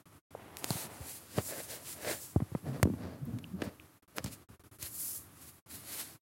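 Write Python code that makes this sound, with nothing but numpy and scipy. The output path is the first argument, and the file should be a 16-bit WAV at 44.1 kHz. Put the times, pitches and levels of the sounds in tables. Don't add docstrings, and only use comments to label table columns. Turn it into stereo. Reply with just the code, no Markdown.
import sys
import numpy as np
from scipy import signal
from scipy.fft import rfft, irfft, next_fast_len
from scipy.io import wavfile
from scipy.ndimage import uniform_filter1d, map_coordinates

SR = 44100
rng = np.random.default_rng(int(sys.argv[2]) if len(sys.argv) > 2 else 0)


def put_to_file(sound):
    columns = np.atleast_2d(sound).T
    safe = np.clip(columns, -1, 1)
    whole_steps = np.round(safe * 32767)
    wavfile.write(sys.argv[1], SR, whole_steps.astype(np.int16))


N = 274035


def amp(db):
    return 10 ** (np.asarray(db) / 20)


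def unit(x):
    return x / np.sqrt(np.mean(x ** 2) + 1e-20)


def wobble(rate_hz):
    knots = rng.standard_normal(int(N * rate_hz / SR) + 4)
    return map_coordinates(knots, [np.arange(N) * rate_hz / SR])


def filtered(x, response):
    size = x.shape[-1]
    padded = next_fast_len(size + 8192)
    return irfft(rfft(x, padded) * response(np.fft.rfftfreq(padded, 1 / SR)), padded)[..., :size]


def coloured(x, spectrum):
    points_hz, db = np.transpose(spectrum)
    return unit(filtered(x, lambda hz: amp(np.interp(np.log(hz + 1), np.log(points_hz), db))))


def panned(pan_db):
    gains = np.array([amp(pan_db / 2), amp(-pan_db / 2)]).reshape(2, -1)
    return gains / np.sqrt(np.mean(gains ** 2, axis=0))


def add(track, start_s, sound):
    part = track[:, round(start_s * SR):][:, :sound.shape[1]]
    part += sound[:, :part.shape[1]]


def swells(rows, drop_db=26, rounding=0.31):
    peak_s, rise_s, fall_s = np.transpose(rows)[:3, :, None]
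    t = np.arange(N) / SR - peak_s
    away = np.minimum(np.abs(t / np.where(t < 0, rise_s, fall_s)), 10)
    return amp(-drop_db * (np.hypot(away, rounding) - rounding) / (np.hypot(1, rounding) - rounding))


def power_sum(envelopes, gains):
    return np.sqrt(gains ** 2 @ envelopes ** 2)


def friction(rate_hz, spread_db, smooth):
    slips = (rng.random(N) < rate_hz / SR) * rng.standard_normal(N)
    slips *= amp(spread_db * rng.standard_normal(N))
    return unit(slips) + smooth * rng.standard_normal(N)


def desk_bounce(x, echo=0.16):
    n = np.arange(N)
    lag_s = 0.0004 * np.exp(0.12 * wobble(4))
    return unit(x + echo * np.interp(n - SR * lag_s, n, x))


# (frequency [Hz], level [dB])
ROOM_SPECTRUM = [(25, 3.5), (55, -6), (85, 8.5), (140, 2.5), (220, -2.5), (310, 3), (450, -7.5),
                 (950, -9.5), (1170, -5.5), (1700, -12), (3400, -18), (8000, -29.5), (12000, -30),
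                 (16000, -43)]


def room(level_db=-56.5, crossover_hz=300):
    shared = coloured(rng.standard_normal(N), ROOM_SPECTRUM)
    apart = coloured(rng.standard_normal((2, N)), ROOM_SPECTRUM)
    bass = filtered(shared, lambda hz: crossover_hz / np.hypot(hz, crossover_hz))
    treble = filtered(apart, lambda hz: hz / np.hypot(hz, crossover_hz))
    return amp(level_db) * panned(pan_db=1) * (bass + treble)


# (frequency [Hz], level [dB])
MIC_SPECTRUM = [(1500, -20), (4000, -1), (8000, 2.5), (10300, 4), (11100, 9.5), (11900, 5), (13500, 1.5),
                (14500, -0.5), (15500, -0.5)]
# (peak time [s], rise [s], fall [s])
WHINE_ENVELOPE = [(3.5, 2, 1.8)]


def self_noise(hiss_db=-63.5, whine_db=-69, whine_hz=14020):
    wavering_hz = whine_hz + 90 * wobble(250)
    whine = swells(WHINE_ENVELOPE)[0] * unit(np.sin(2 * np.pi * np.cumsum(wavering_hz) / SR))
    hiss = panned(pan_db=-1) * coloured(rng.standard_normal((2, N)), MIC_SPECTRUM)
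    return amp(hiss_db) * hiss + amp(whine_db) * np.outer([0, 1], whine)


# (peak time [s], rise [s], fall [s], level [dB])
STACK_DRAGS = [(.41, 0.15, 0.27, -52.5), (.73, 0.45, 0.69, -46), (1.702, 1, 3.6, -59),
               (5.98, 0.53, 0.52, -58.5)]
# (frequency [Hz], level [dB])
DESK_SPECTRUM = [(60, -2.5), (150, 6.5), (400, 5.5), (900, 6.5), (1300, 0.5), (1650, -1.5), (2200, -4.5),
                 (4000, -13), (9000, -48)]


def stack_drag():
    level_db = np.transpose(STACK_DRAGS)[3]
    drag = [desk_bounce(coloured(friction(1500, 4, smooth=0.81), DESK_SPECTRUM)) for port in range(2)]
    return power_sum(swells(STACK_DRAGS), amp(level_db)) * np.array(drag)


# (time [s], relative level [dB], pan [dB], nominal pitch [Hz], cutoff [Hz])
BLOWS = [(0.35, -24, 3, 393, 890), (0.6418, -23.5, 26, 259, 1560), (0.7054, -12.5, -20, 140, 1100),
         (0.752, -25, -11, 142, 403), (1.005, -28, -19, 101, 250), (1.379, -11.5, -19, 137, 493),
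         (1.385, -8.5, -32, 372, 1950), (2.3609, -3.5, -35, 111, 525), (2.4026, -16.5, -32, 207, 1361),
         (2.4193, -12, -35, 139, 352), (2.518, -24, -28, 127, 250), (2.5503, -9.5, -36, 160.6, 970),
         (2.799, -24, -26, 260, 1700), (2.8291, -4.5, -20, 114, 650), (2.8545, -6.5, -23.5, 223, 520),
         (2.873, -11.5, -29, 250, 417), (2.8865, -26, -28, 278, 590), (2.9004, -15.5, -35, 208, 308),
         (2.937, -23.5, -37, 192, 1200), (3.6206, -12.5, -32, 230, 1490), (4.204, -29, -20, 109, 1100),
         (4.2451, -21.5, -8, 109, 1530), (4.2619, -22.5, -27, 119, 915), (4.501, -38, 1.5, 100, 155),
         (4.828, -32.5, -8, 79, 510)]


def knocks(decay_cycles=6.96, trim_db=-6.5):
    track, t = np.zeros((2, N)), np.arange(SR // 4) / SR
    for time_s, level_db, pan_db, pitch_hz, cutoff_hz in BLOWS:
        t60_s = decay_cycles / pitch_hz
        sinking_hz = pitch_hz * (0.66 + 1.02 * np.exp(-t / 0.005))
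        envelope = amp(-60 * t / t60_s) * (1 - np.exp(-t / 0.00024))
        swing = envelope * np.sin(2 * np.pi * np.cumsum(sinking_hz) / SR)
        contact = 0.12 * rng.standard_normal(len(t)) * amp(-60 * t / 0.022)
        contact[0] = -1
        push = signal.sosfilt(signal.butter(3, cutoff_hz, fs=SR, output="sos"), contact)
        blow = swing / np.abs(swing).max() + 0.62 * push / np.abs(push).max()
        add(track, time_s, amp(level_db + trim_db) * panned(pan_db) * blow / np.abs(blow).max())
    return track


# (peak time [s], rise [s], fall [s], hiss [dB], pan [dB], left rasp [dB])
SHEET_PUSHES = [(.59, .03, 0.045, -47.5, -2, -56), (0.721, 0.16, 0.1, -42.5, 3.5, -42.5),
                (.81, 0.17, 0.093, -41.5, 3.5, -42), (.97, 0.21, 0.4, -56, 6, -58),
                (1.112, 0.11, 0.19, -45.5, -2, -49), (1.38, 0.17, 0.081, -52, -0.5, -46),
                (1.495, 0.25, 0.2, -42.5, 15, -54.5), (1.61, 0.14, 0.15, -47, -0.5, -52.5),
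                (1.713, 0.085, 0.14, -45.5, 8.5, -45), (1.866, .035, 0.074, -52, 10, -44.5),
                (1.915, 0.19, 0.1, -45, 2, -49), (2.114, 0.17, 0.14, -40.5, 11, -46),
                (2.22, .2, 0.22, -46.5, 14, -56.5), (2.76, 0.94, 0.53, -63.5, -2.5, -62.5),
                (3.64, 0.019, 0.075, -59, -6.5, -54.5), (4.17, 0.017, 0.034, -48, -26, -65.5),
                (4.277, 0.1, 0.047, -57, 8, -47), (4.332, 0.052, 0.056, -50, 7, -51),
                (4.829, 0.042, 0.094, -43.5, -9, -45.5), (5.09, 0.35, 0.2, -37.5, -8.5, -55.5),
                (5.45, 0.18, 0.26, -55, -6, -60), (5.717, 0.05, 0.27, -48.5, -9.5, -52.5),
                (5.951, 0.16, 0.26, -42, -7, -43)]
# (frequency [Hz], level [dB])
LEFT_SHEET_SPECTRA = [
    [(2500, -19), (4000, -7), (5500, -4), (7500, 2), (9500, 2), (12000, 0), (15500, -1.5)],
    [(2500, -36.5), (5500, -19.5), (8000, -8), (9500, 0), (11500, 3.5), (13000, -3), (15500, -8.5)],
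]
RIGHT_SHEET_SPECTRA = [
    [(2500, -24.5), (4200, -8), (6500, -1.5), (8000, -0.5), (10500, 1), (13000, -7.5), (15500, -11.5)],
    [(2500, -32.5), (5200, -13), (7400, -5.5), (8700, -5), (10700, 1.5), (13000, -1.5), (15500, -6.5)],
]
# (frequency [Hz], level [dB])
RASP_SPECTRUM = [(900, 3), (2000, 5.5), (3200, 5.5), (4400, 8), (6000, 2), (8000, 3), (14000, -14)]


def sliding_sheets():
    hiss_db, pan_db, left_rasp_db = np.transpose(SHEET_PUSHES)[3:]
    pushes, pan = swells(SHEET_PUSHES), panned(pan_db)
    hiss = 0
    for spectra, share in zip((LEFT_SHEET_SPECTRA, RIGHT_SHEET_SPECTRA), pan):
        fibres = [desk_bounce(coloured(rng.standard_normal(N), spectrum)) for spectrum in spectra]
        hiss += power_sum(pushes, share * amp(hiss_db) * pan) * np.array(fibres)
    rasp = [desk_bounce(coloured(friction(2500, 3, smooth=1.75), RASP_SPECTRUM)) for port in range(2)]
    right_rasp_db = left_rasp_db - 7.5 - 0.93 * pan_db
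    return hiss + power_sum(pushes, amp([left_rasp_db, right_rasp_db])) * np.array(rasp)


# (time [s], peak [dB], pan [dB], centre [Hz], width [Hz], t60 [s])
SNAPS_AND_CLICKS = [(.5700, -18, -20, 3700, 14000, 0.009), (0.644, -16.5, 6, 9050, 11000, 0.015),
                    (0.6435, -9, 24, 2150, 9070, 0.0034), (.7055, -24.5, 0, 4300, 900, 0.0051),
                    (0.706, -17, 2.5, 9500, 9000, .012), (1.3845, -27.5, -29, 2800, 2800, 0.014),
                    (2.8297, -10, 13.5, 6000, 11200, 0.016), (2.8297, -11.5, -6.5, 1460, 2200, 0.0046),
                    (3.2533, -30, 11, 13700, 9040, 0.014), (3.387, -33, -12, 2000, 8150, 0.021),
                    (3.442, -34.5, 11, 2830, 600, 0.003), (3.619, -25, -20, 1100, 2900, 0.028),
                    (3.7985, -39, 10, 2530, 650, 0.006), (4.1838, -13.5, -21, 2620, 6500, 0.0019),
                    (4.1836, -19.5, -27, 585, 1010, 0.0059), (4.243, -22, 23, 8100, 11900, 0.022),
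                    (4.2618, -26.5, 11, 3680, 6040, 0.0024), (4.827, -23.5, -11, 6100, 13000, 0.026)]


def snaps_and_clicks(crackle_s=0.033):
    track, t = np.zeros((2, N)), np.arange(SR // 20) / SR
    for time_s, peak_db, pan_db, centre_hz, width_hz, t60_s in SNAPS_AND_CLICKS:
        def resonance(hz):
            damping = 1j * hz * width_hz
            return (damping / (centre_hz ** 2 - hz ** 2 + damping)) ** 2

        burst = t60_s / crackle_s * rng.standard_normal((2, len(t))) * amp(-60 * t / t60_s)
        burst[:, 0] = -3
        crack = filtered(burst, resonance)
        crack /= np.abs(crack).max(axis=1, keepdims=True)
        add(track, time_s, amp(peak_db) * panned(pan_db) * crack)
    return track


# (peak time [s], rise [s], fall [s], rumble [dB], scrape [dB])
FINGER_RUBS = [(1.385, 0.053, 0.054, -35.5, -36.5), (1.531, 0.1, .08, -49.5, -41),
               (1.601, 0.11, 0.03, -48.5, -40.5), (1.728, 0.12, 0.16, -56, -45.5),
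               (2.088, 0.067, 0.12, -50.5, -34), (2.122, 0.19, 0.05, -44.5, -34.5),
               (2.672, 0.049, 0.071, -30, -41.5), (2.76, 0.14, 0.082, -38, -44),
               (2.91, 0.15, 0.14, -31, -64), (3.038, 0.13, 0.28, -37.5, -44), (3.305, 0.21, 0.3, -36, -53),
               (3.57, 0.071, 0.056, -39.5, -71), (3.663, 0.16, 0.084, -38, -42.5),
               (4.188, 0.042, 0.025, -40, -38), (4.27, 0.083, 0.14, -42, -53),
               (5.75, 0.059, 0.07, -46, -67)]
# (frequency [Hz], level [dB])
RUMBLE_SPECTRUM = [(45, -33), (85, 5), (140, -0.5), (230, 3), (310, -2.5), (400, -40), (900, -64.5)]
GLIDING_SPECTRUM = [(100, -13.5), (400, -3.5), (610, 6.5), (800, -8.5), (1250, -14), (1650, -2), (2000, -4),
                    (3200, -12.5), (4600, -9.5), (9000, -26)]
PRESSED_SPECTRUM = [(150, -41), (300, 3), (450, 7), (680, 2.5), (900, -4), (1300, -6.5), (2200, -27),
                    (9000, -44.5)]


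def finger_rubs():
    pressing, gliding = power_sum(swells(FINGER_RUBS), amp(np.transpose(FINGER_RUBS)[3:]))
    rumble = coloured(friction(500, 3.6, smooth=0.9), RUMBLE_SPECTRUM)
    lightness = 1 / (1 + (pressing / gliding) ** 1.97)
    slips = friction(900, 2.5, smooth=1.42)
    bright = np.sqrt(lightness) * coloured(slips, GLIDING_SPECTRUM)
    dull = np.sqrt(1 - lightness) * coloured(slips, PRESSED_SPECTRUM)
    return pressing * rumble + gliding * (bright + dull)


# (peak time [s], rise [s], fall [s], level [dB], pitch [Hz])
FINGER_JUDDERS = [(2.645, 0.0098, 0.023, -33, 165), (2.692, 0.059, 0.16, -32.5, 139),
                  (3.231, 0.028, 0.039, -30.5, 165.2), (3.29, 0.035, 0.035, -34, 226),
                  (3.342, 0.011, 0.057, -31.5, 124.8), (3.546, 0.024, 0.05, -30, 201.7)]


def finger_judders():
    grunts = np.zeros(N)
    for envelope, (*_, level_db, pitch_hz) in zip(swells(FINGER_JUDDERS), FINGER_JUDDERS):
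        phase = 2 * np.pi * np.cumsum(pitch_hz * np.exp(0.08 * wobble(40))) / SR
        grunts += amp(level_db) * envelope * unit(np.sin(phase) + 0.14 * np.sin(2 * phase))
    return grunts


def scene():
    grip = amp(1.6 * wobble(45))
    paper = grip * (stack_drag() + sliding_sheets())
    fingers = amp([[-25], [0]]) * (finger_rubs() + finger_judders())
    return room() + self_noise() + paper + knocks() + snaps_and_clicks() + fingers


# (start [s], end [s], side [-1 left, 0 both, 1 right])
LEVEL_DROPOUTS = [(0, 0.056, 0), (0.068, 0.118, -1), (0.172, 0.307, 0), (2.274, 2.33, 1),
                  (2.587, 2.666, -1), (2.999, 3.254, -1), (3.369, 3.428, -1), (3.521, 3.6, -1),
                  (3.75, 3.795, -1), (3.854, 4.024, -1), (3.968, 4.078, 1), (4.024, 4.173, -1),
                  (4.423, 4.488, 0), (4.543, 4.595, 0), (4.602, 4.637, 0), (4.664, 4.713, 0),
                  (4.752, 4.786, 0), (5.489, 5.582, -1), (5.578, 5.661, 0), (6.153, 6.4, 0)]


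def record(dry, low_hz=64, top_hz=15950):
    thinned = signal.sosfilt(signal.butter(4, low_hz, "high", fs=SR, output="sos"), dry)
    t, fade_db = np.arange(N) / SR, np.zeros((2, N))
    for start_s, end_s, side in LEVEL_DROPOUTS:
        ports = np.array([[side <= 0], [side >= 0]])
        fade_db -= ports * (t < end_s) * (np.maximum(t - start_s, 0) / 0.0069) ** 2
    gain = uniform_filter1d(amp(fade_db), size=90, axis=1)
    return filtered(thinned * gain, lambda hz: hz < top_hz)


dry = scene()
out = record(dry)
put_to_file(out)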